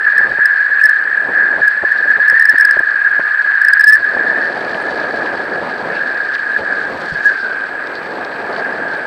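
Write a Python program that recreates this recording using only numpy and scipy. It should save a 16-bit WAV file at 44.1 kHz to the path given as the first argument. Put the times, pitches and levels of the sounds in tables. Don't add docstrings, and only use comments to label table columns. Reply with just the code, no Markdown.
import sys
import numpy as np
from scipy import signal
from scipy.io import wavfile

SR = 44100
rng = np.random.default_rng(int(sys.argv[2]) if len(sys.argv) > 2 else 0)


def dump_mix(stems):
    frames = np.atleast_2d(stems).T
    limited = np.clip(frames, -1, 1)
    pcm = np.round(limited * 32767).astype(np.int16)
    wavfile.write(sys.argv[1], SR, pcm)


N = 399546
TIME = np.arange(N) / SR

# (time [s], level [dB])
TURBULENT_WIND = [(0, -36.5), (0.55, -43.1), (0.9, -46.5), (1.05, -35.5), (1.55, -27.5), (1.68, -42.5),
                  (2.05, -33), (2.45, -49), (3.05, -39), (3.88, -48.5), (4.2, -25.5), (4.55, -23.5),
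                  (5.9, -23.5), (6.35, -32.5), (6.92, -26), (7.37, -34.4), (7.5, -32.5), (8.2, -25.5),
                  (8.75, -23.5), (9.06, -27)]
# (time [s], level [dB], length [s])
EDDY_HITS = [(0.209, -26.5, 0.01), (0.294, -26.5, 0.057), (0.389, -23.5, 0.0054), (1.289, -25, 0.041),
             (1.596, -24, 0.026), (1.837, -18.5, 0.011), (2.059, -30.5, .012), (2.183, -27, 0.017),
             (2.328, -24.5, 0.0067), (2.542, -26, 0.011), (2.77, -21, 0.0048), (2.807, -25.5, 0.0091),
             (3.197, -19.5, 0.0061), (4.001, -31, 0.024), (4.169, -21, 0.0064), (5.64, -24, 0.03),
             (5.838, -25.5, .04), (6.61, -22, 0.027), (6.939, -26, 0.059)]


def squeal(flutter_db=0.9, choke_db=7, gust_hz_per_db=1.5, ceiling=0.83):
    # (time [s], level [dB])
    loudness = [(0, -15), (0.6, -13), (2.0, -14), (2.4, -5.5), (2.65, -7.5), (2.95, -12.5), (3.4, -13.0),
                (3.92, -5.5), (4.02, -13.5), (4.44, -14), (4.52, -21.5), (5.8, -21), (6.45, -15.5),
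                (6.78, -17), (7.0, -23.5), (7.45, -19), (7.95, -28), (8.4, -27), (8.7, -21), (9.06, -22.5)]
    # (time [s], pitch [Hz])
    pitch = [(0, 1684.0), (2.15, 1678), (2.4, 1748), (2.8, 1671), (3.6, 1658), (3.92, 1716), (4.05, 1654),
             (4.4, 1718), (4.6, 1676), (7.3, 1644), (7.42, 1561), (7.75, 1643), (8.5, 1658), (9.06, 1619)]
    # (time [s], rise [dB], length [s])
    gusts = [(0.076, 8, 0.023), (0.208, 9, 0.085), (0.421, 6, 0.048), (0.854, 8, 0.0725), (1.389, 5, 0.063),
             (1.631, 7.5, 0.026), (1.92, 7, 0.029), (2.086, 7, 0.039), (3.069, 4.5, 0.023),
             (3.16, 5, 0.033), (7.267, 11, 0.0596), (7.55, 3, .04), (7.818, 5.5, 0.039)]
    gust_db = sum(rise_db * swell(s, length) for s, rise_db, length in gusts)
    choked = sum(swell(s, 1.02 * length) for s, _, length in EDDY_HITS)
    level_db = curve(loudness) + gust_db - choke_db * choked
    pitch_hz = curve(pitch) + gust_hz_per_db * gust_db
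    core = random_swing(80)
    breath = random_swing(200) * np.exp(-2j * np.pi * 70 * TIME)
    breath_share = from_db(-17 - 0.33 * level_db)
    gain = from_db(level_db + flutter_db * slow_noise(14))
    swing = gain * (core + breath_share * breath) / np.hypot(1, breath_share)
    swing = swing / (1 + np.abs(swing / ceiling) ** 4) ** (1 / 4)
    swing = add_surges(swing, level_db)
    return np.real(swing * np.exp(2j * np.pi * np.cumsum(pitch_hz) / SR))


def add_surges(swing, level_db, stall=0.42, beat_db=3.5, beat_hz=115):
    # (time [s], peak [dB], length [s])
    hard_surges = [(0.182, 1.2, 0.0055), (0.235, -2, 0.0067), (0.458, 2.5, 0.0053), (0.816, 0, 0.0048),
                   (0.84, 1.8, 0.0094), (0.858, 2.8, 0.012), (0.896, 0.7, 0.0056), (0.934, -2, .006),
                   (1.178, -2, .008), (1.634, -1.5, .012), (1.681, 1, 0.01), (1.853, -2.5, 0.0067),
                   (1.921, 0, 0.0033), (2.106, -0.26, 0.0051), (2.204, -2.5, .007), (2.284, 0.6, 0.0098),
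                   (2.3, 2, 0.0027), (2.399, 1.7, 0.0038), (2.413, 0, 0.0045), (2.425, 0.7, 0.0064),
                   (2.456, 2.6, 0.0037), (2.497, 3, .016), (2.584, 1.1, 0.0058), (2.601, 0.9, 0.0051),
                   (2.611, 2.4, 0.0045), (2.652, 3, 0.0077), (2.711, 2, 0.0035), (2.794, 0.66, 0.0042),
                   (3.051, -2, 0.0084), (3.618, 0.9, 0.007), (3.65, 1.2, 0.0044), (3.686, 2.5, 0.0066),
                   (3.736, 3, 0.01), (3.798, 1.5, 0.0063), (3.811, 2.5, 0.0046), (3.843, 3, 0.01),
                   (3.889, 3, 0.037), (3.934, 2.5, 0.021), (3.955, 1.1, 0.0046), (4.301, -2.5, 0.0055),
                   (6.565, -2, 0.0041), (7.268, -.5, .026)]
    phase_wander = 0.18 * slow_noise(110)
    detune_hz = 10 + 22 * slow_noise(110)
    surges = small_surges(level_db) + list(hard_surges)
    for s, _, length in surges:
        near = samples_between(s - 4 * length, s + length)
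        swing[near] *= 1 - stall * np.exp(-((TIME[near] - s) / length + 1.4) ** 2)
    for s, peak_db, length in surges:
        at = int(s * SR)
        near = samples_between(s - 2 * length, s + 2 * length)
        age = TIME[near] - s
        blend = np.exp(-2.6 * np.abs(age / length) ** 3)
        pulses = from_db(peak_db - beat_db * np.sin(np.pi * beat_hz * age) ** 2)
        phase = np.angle(swing[at]) + 2 * np.pi * detune_hz[at] * age + phase_wander[near]
        swing[near] += blend * (pulses * np.exp(1j * phase) - swing[near])
    return swing


def small_surges(level_db, per_s=13, above_db=7, top_db=-3.5, length_s=0.0069):
    wait, size, span = rng.random((300, 3)).T
    times = np.cumsum(.5 + wait) / per_s
    peaks = np.minimum(np.interp(times, TIME, level_db) + above_db + 4 * (size - .5), top_db)
    return [row for row in zip(times, peaks, length_s * (.5 + span)) if row[0] < TIME[-1]]


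def buffeting(lump_db=1.46, fitful_db=3, steady_db=-22):
    # (frequency [Hz], relative level [dB])
    wind_spectrum = [(25, -33), (60, -31.5), (100, -20), (170, -8.5), (280, -3), (470, 1.5), (750, 1),
                     (1100, -8), (1600, -2.5), (2400, -36.5), (3500, -35), (6000, -55)]
    # (frequency [Hz], relative level [dB])
    slap_spectrum = [(25, -28.5), (70, -16.5), (150, -7.5), (300, -4), (550, 1), (900, -2.5), (1400, -9.5),
                     (2500, -29)]
    level_db = curve(TURBULENT_WIND)
    weakness = np.clip((steady_db - level_db) / 18, .35, 1)
    wobble_db = lump_db * slow_noise(40) + fitful_db * weakness * slow_noise(9)
    wind = from_db(level_db + wobble_db) * coloured(wind_spectrum, white)
    return wind + slap_strength() * coloured(slap_spectrum, white)


def slap_strength():
    return sum(from_db(db) * swell(s, length) for s, db, length in EDDY_HITS)


def airstream(rush_db=-34, ring_db=-40, flutter_db=2.03):
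    # (frequency [Hz], relative level [dB])
    rush_spectrum = [(25, -16.5), (50, -19), (75, -13), (120, -10.5), (300, -25.5), (700, 4.5), (1100, 6.5),
                     (1600, 8.5), (2200, 6), (2600, -1.5), (3100, -16.5), (5000, -39), (9000, -32),
                     (16000, -36)]
    rush = from_db(rush_db) * coloured(rush_spectrum, white)
    ring = from_db(ring_db) * resonance(hz=1235, width_hz=15)
    return (rush + ring) * from_db(flutter_db * slow_noise(36))


def gravel(patch_db=1.1, clump_db=2.5, pebble_db=-1.5, pebble_hz=4470, overload_tick_db=-43):
    # (time [s], level [dB])
    tyre_levels = [(0, -46), (1.1, -49), (2.4, -45.5), (2.9, -47.5), (4.1, -46), (4.6, -43), (5.25, -44),
                   (5.55, -46), (6.05, -44), (6.7, -47), (7.2, -42.5), (7.7, -49), (8.55, -45.3),
                   (9.06, -48)]
    # (time [s], level [dB])
    spray_levels = [(4.0, -74.5), (4.7, -59), (5.25, -64), (5.6, -72), (6.7, -61), (7.3, -52.5), (7.6, -72),
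                    (9.06, -73)]
    # (frequency [Hz], relative level [dB])
    crunch_spectrum = [(1200, 1), (2300, 0.5), (3000, 0), (3700, 17.5), (4450, -1.5), (5000, -6.5),
                       (5600, -19.5), (7000, -35)]
    # (frequency [Hz], relative level [dB])
    grit_spectrum = [(3500, -2.5), (5200, 6), (6200, 2), (7300, -3.5), (8600, -3.5), (10000, -12.5),
                     (12000, -21.5), (15500, -25.5)]
    crunch_db = curve(tyre_levels)
    patches = patch_db * slow_noise(7)
    clumps = patches + clump_db * slow_noise(58)
    grinding = coloured(crunch_spectrum, lambda: clicks(per_s=7000, spread_db=3))
    crunch = from_db(crunch_db + clumps) * grinding
    ring = signal.iirpeak(pebble_hz, Q=6, fs=SR)
    pings = signal.lfilter(*ring, signal.lfilter(*ring, clicks(per_s=600, spread_db=4)))
    pebbles = from_db(crunch_db + pebble_db + patches) * unit_level(pings)
    spray = from_db(curve(spray_levels) + 0.98 * clumps)
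    overload_tick = from_db(overload_tick_db) * swell(7.256, length=0.0096)
    ticks = (spray + overload_tick) * coloured(grit_spectrum, lambda: clicks(per_s=1500, spread_db=7.5))
    return crunch + pebbles + ticks


def flung_stones():
    # (time [s], level [dB], pitch [ratio])
    hits = [(4.046, -32, 1.12), (4.746, -19, 0.7), (5.002, -30, 1.25), (5.039, -30, 1.02),
            (5.262, -21.5, 0.78), (5.557, -24, 0.65), (6.338, -27, 1.06), (6.352, -21.5, 0.98),
            (6.357, -19, 0.6), (6.384, -25, 0.69), (7.609, -29, 0.946), (7.872, -27, 1.15),
            (7.954, -25, 1.11), (8.249, -25.5, 1.204), (8.564, -24, 0.99)]
    # (frequency [Hz], level [dB], time to fade by 60 dB [s])
    tones = [(2660, -4.5, 0.0078), (3200, 3.5, .006), (4380, 0.5, 0.0056), (5600, -22, 0.0031),
             (6800, -21, 0.0031)]
    return struck(hits, tones)


def scrapes_and_tick():
    # (time [s], level [dB], length [s], pitch [Hz], band width [Hz])
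    bursts = [(0.806, -34, 0.011, 2540, 250), (0.816, -52, 0.024, 8500, 2600),
              (4.378, -59, .008, 9100, 1100), (4.821, -52, 0.01, 8940, 1300),
              (5.96, -33.5, 0.041, 2390, 600), (6.346, -34.5, 0.011, 4300, 1206),
              (7.409, -39.5, 0.017, 4690, 600), (7.965, -39, 0.031, 4360, 593),
              (7.256, -50, .008, 12500, 5000), (8.52, -62, 0.011, 9430, 1202),
              (8.581, -40, 0.015, 4600, 600), (8.98, -60, .018, 9000, 1400)]
    out = np.zeros(N)
    for s, db, length, hz, width in bursts:
        near = samples_between(s - 4 * length, s + 4 * length)
        age = TIME[near] - s
        noise = unit_level(band_pass(rng.standard_normal(SR), hz - width / 2, hz + width / 2))
        out[near] += from_db(db) * np.exp(-(age / length) ** 2) * noise[:len(age)]
    return out


def bike(drone_db=-61, shake_db=2, wind_follow=0.19, slap_db=-27):
    # (time [s], level [dB], pitch [ratio])
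    jolts = [(7.119, -20, 1), (7.139, -27, 1), (7.178, -40, 0.87)]
    # (frequency [Hz], level [dB], time to fade by 60 dB [s])
    mount_tones = [(72, -7, 0.11), (125, -1, 0.039), (171, 2, 0.1)]
    wind_db = curve(TURBULENT_WIND)
    shaking = from_db(drone_db + wind_follow * (wind_db - wind_db.mean()) + shake_db * slow_noise(4))
    drone = (shaking + from_db(slap_db) * slap_strength()) * resonance(hz=73, width_hz=31)
    return drone + struck(jolts, mount_tones)


def electronics(whine_hz=7867.5, frames_per_s=59.5, whine_db=-62.5, hiss_db=-67):
    flips = np.tanh(4 * np.sin(np.pi * frames_per_s * TIME))
    whine = np.sqrt(2) * from_db(whine_db) * flips * np.sin(2 * np.pi * whine_hz * TIME)
    return whine + from_db(hiss_db) * white()


def struck(hits, tones, scatter_db=1.0):
    out, age = np.zeros(N), TIME[:SR // 4]
    for s, db, ratio in hits:
        at = int(s * SR)
        for k, (hz, tone_db, fade_s) in enumerate(tones):
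            fade = from_db(db + tone_db + scatter_db * rng.standard_normal() - 60 * age / fade_s)
            ring = fade * (-1) ** k * np.sin(2 * np.pi * hz * ratio * age)
            out[at:at + len(age)] += ring[:N - at]
    return out


def resonance(hz, width_hz):
    return np.real(random_swing(width_hz / 2) * np.exp(2j * np.pi * hz * TIME))


def random_swing(width_hz):
    return slow_noise(width_hz) + 1j * slow_noise(width_hz)


def slow_noise(width_hz, step=8):
    low_pass = signal.butter(2, width_hz, fs=SR / step, output="sos")
    slow = signal.sosfilt(low_pass, rng.standard_normal((N + SR) // step + 2))[SR // step:]
    return np.interp(np.arange(N) / step, np.arange(len(slow)), unit_level(slow))


def coloured(spectrum, source):
    hz, db = np.transpose(spectrum)
    edges = np.geomspace(hz[0], hz[-1], round(3 * np.log2(hz[-1] / hz[0])) + 1)
    noises, out = (source(), source()), 0
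    for k, (low, high) in enumerate(zip(edges, edges[1:])):
        band_db = np.interp(np.log(low * high) / 2, np.log(hz), db)
        out = out + from_db(band_db) * band_pass(noises[k % 2], low, high)
    return unit_level(out)


def clicks(per_s, spread_db):
    sizes = from_db(spread_db * np.minimum(rng.exponential(1, N), 4)) * rng.choice([-1, 1], N)
    return sizes * (rng.random(N) < per_s / SR)


def white():
    return rng.standard_normal(N)


def band_pass(x, low_hz, high_hz, order=2):
    return signal.sosfilt(signal.butter(order, [low_hz, high_hz], "band", fs=SR, output="sos"), x)


def swell(s, length):
    return np.exp(-np.minimum(((TIME - s) / length) ** 2, 20))


def curve(points):
    return np.interp(TIME, *np.transpose(points))


def samples_between(start_s, end_s):
    return slice(max(int(start_s * SR), 0), int(end_s * SR))


def from_db(db):
    return np.exp(np.asarray(db) * (np.log(10) / 20))


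def unit_level(x):
    return x / np.sqrt(np.mean(np.abs(x) ** 2) + 1e-20)


def scene():
    stones = flung_stones()
    wind = squeal() + buffeting() + airstream()
    return (wind + gravel() + stones + scrapes_and_tick() + bike() + electronics())[None]


def record(dry, crackle_above=0.75, crackle_db=-12, bite_db=-1, bite_hz=12200, cutoff_hz=15700):
    flattened = dry / (1 + np.maximum(np.abs(dry / .99), .5) ** 80) ** (1 / 80)
    strain = np.maximum(np.abs(flattened) - crackle_above, 0) * white()
    crackle = from_db(crackle_db) * band_pass(strain, 1500, 5000, order=1)
    bite = from_db(bite_db) * signal.lfilter(*signal.iirpeak(bite_hz, Q=5, fs=SR), flattened - dry)
    low_pass = signal.ellip(10, .1, 70, cutoff_hz, fs=SR, output="sos")
    return signal.sosfilt(low_pass, flattened + crackle + bite)


dry = scene()
out = record(dry)
dump_mix(out)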